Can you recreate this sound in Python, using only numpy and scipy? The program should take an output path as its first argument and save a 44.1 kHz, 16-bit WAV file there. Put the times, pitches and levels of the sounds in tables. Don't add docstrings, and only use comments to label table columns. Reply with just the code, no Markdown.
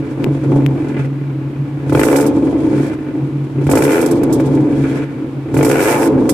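import sys
import numpy as np
from scipy import signal
from scipy.fft import rfft, irfft, next_fast_len
from scipy.io import wavfile
from scipy.ndimage import uniform_filter1d, map_coordinates

SR = 44100
rng = np.random.default_rng(int(sys.argv[2]) if len(sys.argv) > 2 else 0)


def gain_from_db(level_db):
    decades = np.asarray(level_db, float) / 20
    return 10 ** decades


def output_pcm(signal):
    pcm = np.clip(np.atleast_2d(signal).T, -1, 1) * 32767
    wavfile.write(sys.argv[1], SR, np.round(pcm).astype(np.int16))


N = 279153


def along(points, hz):
    f, v = np.transpose(points)
    return np.interp(np.log(hz + 1), np.log(f + 1), v)


def curves(rows):
    s, *cols = np.transpose(rows)
    return [np.interp(np.arange(N) / SR, s, c) for c in cols]


def wobble(rate):
    knots = rng.standard_normal(int(N * rate / SR) + 4)
    return map_coordinates(knots, [np.arange(N) * rate / SR])


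def level(x, span):
    width = int(span * SR)
    power = uniform_filter1d(uniform_filter1d(np.mean(x ** 2, axis=0), width), width)
    return x / np.sqrt(np.abs(power) + 1e-4 * np.mean(power))


def filtered(x, response):
    m = next_fast_len(N + SR // 2)
    return irfft(rfft(x, m) * response(np.fft.rfftfreq(m, 1 / SR)), m)[..., :N]


def modes(table, low_hz, top_hz):
    def fall(u):
        return 1 / (1 - u * u + 1.4j * u) ** 2

    def ring(f):
        return sum(gain_from_db(db) * 1j * f * w / (c * c - f * f + 1j * f * w) for c, w, db in table)

    return lambda f: ring(f) * fall(f / top_hz) * fall(-low_hz / (f + 1))


def tone(hz):
    return np.sqrt(2) * np.sin(2 * np.pi * np.cumsum(hz) / SR)


# frequency in Hz, likeness from 0 to 1.
LIKENESS = [(30, .55), (60, 1), (130, 0.92), (300, .95), (640, 0.86), (1400, 0.27), (3100, 0.2),
            (15000, .05)]


def spread(pair, response):
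    def turn(hz):
        return np.arccos(np.clip(along(LIKENESS, hz), 0, 1)) / 2

    mid, side = filtered(pair, lambda hz: response(hz) * [np.cos(turn(hz)), np.sin(turn(hz))])
    return np.array([mid + side, mid - side])


# pedal down in seconds, strongest flow in seconds, pedal up in seconds,
# fuel returns in seconds, strength in dB.
BLIPS = [
    (-1.9, -1.6, -1.1, 1.06, -12),
    (1.894, 2.125, 2.275, 2.94, 0),
    (3.666, 3.92, 4.125, 5.035, 1),
    (5.541, 5.92, 6.075, 6.75, 12),
]


def load():
    rows = []
    for down, peak, up, fuel, db in BLIPS:
        rows += [(down - .024, .3), (down, 1)]
        rows += [(up - .045, .9), (up + .035, .3)]
        rows += [(fuel, .3), (fuel + .33, .2)]
    return curves(rows)[0]


# time in seconds, firings per second.
CRANK_RUNS = [
    [(0, 45), (.5, 48), (.65, 47), (1.1, 36), (1.87, 32)],
    [(1.894, 35), (1.94, 38), (2.0, 51), (2.05, 56), (2.11, 69), (2.27, 73), (2.95, 56), (3.3, 36),
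     (3.64, 34)],
    [(3.666, 38), (3.72, 48), (3.85, 70), (3.95, 83), (4.12, 85), (4.6, 77), (5.03, 62), (5.35, 36),
     (5.52, 33)],
    [(5.541, 37), (5.58, 46), (5.65, 55), (5.75, 75), (5.89, 115), (6.0, 116), (6.1, 108), (6.33, 97)],
]


def firing_rate():
    return curves(sum(CRANK_RUNS, []))[0]


# rasp in dB,
# hiss in dB, rumble in dB, bark over body in dB, share of the blip's strength from 0 to 1.
BLIP_STAGES = [(-51, -63, -37, -13, 0), (-41, -57, -32, -8, 0), (-35, -52, -24, -9, 0),
               (-24, -56, -20, -1, 0), (-26, -39, -31, -.5, .4), (-20.5, -31.5, -33, 2.5, .15),
               (-35, -46, -35, -3, 1), (-41.5, -51, -28, -6.5, 0), (-43.5, -52.5, -28, -10, .35),
               (-35.5, -46, -31, -9.5, .9), (-36, -48, -33, -8, .1), (-43.5, -60, -36, -12, 1)]


def stages():
    jet_rate, snap = 68, .02
    rasp_share = .3
    rows, rate = [], firing_rate()
    for down, peak, up, fuel, strength in BLIPS:
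        fast = np.argmax((rate > jet_rate) & (np.arange(N) > down * SR)) / SR
        when = [down - .15, down - snap,
                down, down + .065,
                min(fast, peak - snap), peak,
                up, up + snap,
                fuel - .33, fuel - .18,
                fuel, fuel + snap]
        for s, (rasp_db, hiss_db, rumble_db, bark_db, share) in zip(when, BLIP_STAGES):
            gain = share * strength
            rows.append((s, rasp_db + rasp_share * gain, hiss_db + gain,
                         rumble_db + rasp_share * min(strength, 0), bark_db))
    return curves(rows)


FILLING = [3, 1, -4, -2]


def firings(scatter, size_db):
    out = np.zeros(N + SR)
    steady = load()
    for run in CRANK_RUNS:
        s, rate = np.transpose(run)
        t = np.arange(s[0], s[-1], 1 / SR)
        turns = np.cumsum(np.interp(t, s, rate)) / SR
        when = np.interp(np.arange(int(turns[-1]) + 1), turns, t)
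        loose = 1 - steady[np.minimum(when * SR + 1, N - 1).astype(int)]
        luck = rng.standard_normal((len(when), 2))
        when = when + (.008 + scatter * loose) * luck[:, 0] / np.interp(when, s, rate)
        filling_db = (.15 + loose) * np.resize(FILLING, len(when))
        blow_db = filling_db + (1.5 + size_db * loose) * luck[:, 1]
        np.add.at(out, np.abs(when * SR).astype(int), gain_from_db(blow_db))
    return out[:N]


def puff(blows, decay):
    t = np.arange(SR // 8) / SR
    shape = np.exp(-t / decay) * (1 - np.exp(-t / 0.0011))
    return signal.fftconvolve(blows, shape / np.linalg.norm(shape))[:N]


# frequency in Hz, density in dB per Hz.
RUMBLE = [(12, -48), (20, -18), (43, -21), (92, -7), (102, -17), (115, 1), (150, -18), (250, -120)]
# frequency in Hz, density in dB per Hz.
YARD_AIR = [(290, -61), (500, -10), (1170, -12.5), (1580, -20), (2360, -20.5), (5920, -37), (9510, -40),
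            (12300, -43), (14400, -44), (15500, -77)]


def yard():
    rumble_db = stages()[2]
    rumble = level(spread(rng.standard_normal((2, N)), lambda hz: gain_from_db(along(RUMBLE, hz))), 0.41)
    air = level(spread(rng.standard_normal((2, N)), lambda hz: gain_from_db(along(YARD_AIR, hz))), 1)
    return gain_from_db(rumble_db) * rumble + gain_from_db(-41.5) * air


# time in seconds, level in dB.
SNAPS = [
    (.238, -14),
    (.2431, 1),
    (0.6503, -20),
    (0.6632, 1.5),
]


def ticks():
    out, t = np.zeros(N), np.arange(SR // 50) / SR
    for s, db in SNAPS:
        pull = -np.sin(2 * np.pi * 2500 * t) * np.exp(-t / .0003)
        push = .5 * (1 - np.exp(-t / .0003)) * np.exp(-t / .0008)
        ring = 0.057 * rng.standard_normal(len(t)) * np.exp(-t / 0.0025)
        out[round(s * SR):][:len(t)] += gain_from_db(db) * (pull + push + ring)
    return out * gain_from_db(np.array([[0], [-17]]))


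# time in seconds, peak in dB.
LATE_BURNS = [(.445, -10), (.519, -5), (.57, -10), (.9, -10), (2.247, -8), (2.327, -22), (2.44, -38),
              (2.469, -9), (2.565, -11), (2.841, -19), (3.21, -16), (4.161, -18), (4.234, -5), (4.297, -9),
              (4.371, -19), (4.399, -2), (4.508, -24), (4.573, -5), (4.85, -18), (6.076, -16), (6.131, -11),
              (6.181, -10), (6.255, -8), (6.292, 2.5)]
# frequency in Hz, width in Hz, level in dB.
BARK_MODES = [(384, 13.7, -6), (436, 35, 5.5), (486, 29.5, -0.5), (526.8, 29, -1), (450, 210, -16),
              (668, 67, -11), (745, 43, -9), (863.5, 39, -2), (970, 21, -10), (1180, 410, -24.5)]
# frequency in Hz, width in Hz, level in dB.
RASP_MODES = [(1343, 167, -11.5), (1462, 79, 4), (1650, 290, 3.5), (2020, 67, 3), (2283, 113, 5),
              (2455, 83, -7), (3550, 4500, -38.5)]


def pops():
    blows = np.zeros(N)
    for s, db in LATE_BURNS:
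        blows[round(s * SR)] = gain_from_db(db + 23.5)
    gas = puff(blows, 0.009) * rng.standard_normal((2, N))
    bark, tips = modes(BARK_MODES, 260, 1150), modes(RASP_MODES, 900, 3000)
    return spread([blows + gas[0], gas[1]], lambda f: bark(f) + gain_from_db(-17) * tips(f))


# frequency in Hz, difference in dB.
RIGHT_LOUDER = [(3000, -18.5), (4400, 5), (8000, 15), (15000, 5.5)]


def hiss(spectrum):
    def response(hz):
        return gain_from_db(along(spectrum, hz) + np.outer([-.5, .5], along(RIGHT_LOUDER, hz)))

    noise = filtered(rng.standard_normal((2, N)), response)
    return noise * np.sqrt(2 / np.mean(noise ** 2))


# frequency in Hz, density in dB per Hz.
STRONG_HISS = [(2060, -35), (3500, -5.5), (4550, -4.5), (5550, -0.5), (6690, -4), (7530, -0.5), (14000, -4),
               (14900, -11), (15200, -25), (15500, -62)]
# frequency in Hz, density in dB per Hz.
WEAK_HISS = [(1470, -37.5), (2500, -17), (2770, -23), (3230, -1), (6700, -8.5), (7420, -9.5), (11500, -13),
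             (12200, -30), (14500, -29)]
# time in seconds, peak in dB, 60 dB decay in seconds.
WET_SPITS = [(1.894, -28, 0.11), (1.9235, -21.5, 0.1), (1.9475, -20.5, 0.18), (1.9749, -30, 0.23),
             (1.9927, -11, 0.092), (2.0285, -11, 0.14), (2.0494, -15, 0.059), (2.0752, -22, 0.16),
             (2.1593, -6.5, 0.066), (2.206, -13, 0.099), (2.262, -14.5, 0.085), (3.695, -15, 0.09),
             (3.711, -8, 0.095), (3.7516, -7, 0.076), (3.7728, -14, 0.12), (3.821, -9, 0.03),
             (3.836, -14.5, 0.09), (4.0093, -16, 0.11), (4.0595, -6, 0.032), (4.1096, -10.5, 0.053),
             (4.2322, -8.5, 0.03), (4.324, -10.5, 0.098), (5.5405, -21.5, 0.096), (5.5677, -19.5, 0.27),
             (5.6263, -10, 0.061), (5.646, -11, 0.13), (5.69, -13, 0.041), (5.711, -10, 0.041),
             (6.291, -1, 0.074)]
# time in seconds, peak in dB.
WEAK_SPITS = [(.4349, -35), (.51, -38), (.5566, -33), (.8819, -34), (2.6, -40), (3.44, -44), (3.61, -42),
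              (3.637, -36), (3.6654, -26), (4.2986, -40), (4.397, -27), (4.457, -30), (4.546, -33),
              (4.6, -38)]


def jet(blows):
    hiss_db = stages()[1] - 5.5 + 2.55 * wobble(35)
    chopped = level(puff(blows, 0.0051)[None], 0.14)[0]
    flow = gain_from_db(hiss_db) * (1.5 + 0.64 * load() * chopped)
    t = np.arange(SR // 4) / SR
    weak_t60 = .11
    for s, db, t60 in WET_SPITS + [(s, db, weak_t60) for s, db in WEAK_SPITS]:
        spit = gain_from_db(db - 12.5 - 60 * t / t60) * (1 - np.exp(-(t / 0.003) ** 2))
        part = flow[round(s * SR):][:len(t)]
        part += spit[:len(part)]
    strong = np.clip((20 * np.log10(flow) + 47) / 11.5, 0, 1)
    return flow * (np.sqrt(strong) * hiss(STRONG_HISS) + np.sqrt(1 - strong) * hiss(WEAK_HISS))


def rasp(blows):
    ragged = blows * gain_from_db(4.5 * wobble(120))
    late = load() ** 2 * np.roll(ragged, round(.0015 * SR))
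    rush = (1.45 - load()) * puff(blows, .025)
    bursts = (puff(late, .0018) + rush) * rng.standard_normal((2, N))
    torn = level(spread(bursts + .5 * late, modes(RASP_MODES, 1000, 2900)), .08)
    return gain_from_db(stages()[0] + .4 + 1.5 * wobble(14)) * torn


def through(blows, response, rough, decay, span):
    echo = 0.0044
    rough = rough * (1.2 - load())
    gas = np.sqrt(rough) * puff(blows, decay) * rng.standard_normal((2, N))
    clean = np.sqrt(1 - rough) * blows
    return level(spread([clean + gas[0], np.roll(clean, round(echo * SR)) + gas[1]], response), span)


# start in seconds, hold in seconds, level in dB.
LOW_BOOMS = [(0, .02, -25), (.18, .03, -25), (.29, .05, -17.5), (.47, .25, -14.5), (.84, .12, -26),
             (1.01, .05, -17), (1.11, .37, -22.5), (1.6, .01, -18), (1.73, .01, -20), (1.86, .11, -19),
             (2.08, .19, -26.5), (2.36, .01, -23), (2.47, .01, -28), (2.63, .01, -22), (2.78, .02, -16),
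             (3.23, .01, -18), (3.35, .1, -20.5), (3.58, .1, -16), (3.83, .03, -22.5), (4.11, .06, -25),
             (4.27, .13, -23.5), (4.46, .17, -19.5), (4.8, .02, -14.5), (4.9, .18, -25), (5.27, .005, -29),
             (5.37, .07, -23.5), (5.58, .02, -15.5), (5.71, .03, -21.5), (5.92, .08, -28), (6.14, .04, -23)]


def booms():
    rise, fall, floor_db = 200, 200, -33
    t = np.arange(0, N, 64) / SR
    each = []
    for s, held, db in LOW_BOOMS:
        each.append(db - rise * np.maximum(s - t, 0) - fall * np.maximum(t - s - held, 0))
    return np.interp(np.arange(N) / SR, t, np.maximum(np.max(each, axis=0), floor_db))


def sing(bark):
    rate = firing_rate()
    shade_db = -2.5 * np.clip(rate / 60, 0, 1)
    sing_db = 8 * load() * np.clip((rate - 95) / 20, 0, 1)
    upper = filtered(bark, lambda hz: 1 / (1 + (620 / (hz + 1)) ** 12))
    return bark + (gain_from_db(shade_db + sing_db) - 1) * upper


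# frequency in Hz, width in Hz, level in dB.
DRONE_MODE = [(145.9, 7.8, 0)]
# frequency in Hz, width in Hz, level in dB.
BODY_MODES = [(187, 46, -19), (227, 5.5, -31), (278.8, 22, 9), (311.9, 22.5, 7.5), (353, 16, -16.5),
              (296, 100, -19.5)]
# time in seconds, level in dB.
BLOWING = [
    [(0, -20.5), (.16, -22.5), (.255, -13.5), (.41, -23), (.56, -9), (.66, -18), (.99, -19), (1.12, -25),
     (1.8, -25.5), (1.912, -18)],
    [(1.924, -10.5), (2.0, -12.5), (2.8, -14), (2.99, -23.5), (3.14, -19.5), (3.54, -27), (3.57, -20),
     (3.683, -16)],
    [(3.695, -8.5), (3.93, -15.5), (4.21, -12.5), (4.64, -13), (5.02, -17), (5.07, -26), (5.2, -20),
     (5.44, -26), (5.533, -18.5)],
    [(5.545, -11), (5.66, -11), (5.95, -18.5), (6.11, -10), (6.33, -12.5)],
]


def exhaust(blows):
    drone_hz = 136.5 + 5 * load() + 1.5 * wobble(8)
    drone_db = booms()
    body_db = curves(sum(BLOWING, []))[0]
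    bark_db = body_db + stages()[3]
    half = firing_rate() / 2
    below, above = [uniform_filter1d(half * (300 // half + k), size=SR // 50) for k in (0, 1)]
    drone_blown = through(blows, modes(DRONE_MODE, 50, 230), rough=.5, decay=0.023, span=0.1)
    drone = 1.2 * tone(drone_hz) + 0.38 * drone_blown
    body_blown = through(blows, modes(BODY_MODES, 150, 480), rough=.4, decay=.03, span=.05)
    body = (.62 - .2 * load()) * .7 * (tone(below) + tone(above)) + .85 * body_blown
    bark = through(blows, modes(BARK_MODES, 260, 1050), rough=.6, decay=.03, span=.06)
    return gain_from_db(drone_db) * drone + gain_from_db(body_db) * body + gain_from_db(bark_db) * sing(bark)


def scene():
    blows = firings(scatter=.05, size_db=2)
    return yard() + ticks() + pops() + jet(blows) + rasp(blows) + exhaust(blows)


def roll_off(x):
    return signal.sosfilt(signal.butter(12, 15760, fs=SR, output="sos"), x)


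def record(dry):
    top, hard = .7, 5
    rounded = dry / (1 + np.abs(dry / top) ** hard) ** (1 / hard)
    mix = filtered(rounded, lambda hz: gain_from_db(-14 * (hz > 14800)))
    return roll_off(mix)


dry = scene()
out = record(dry)
output_pcm(out)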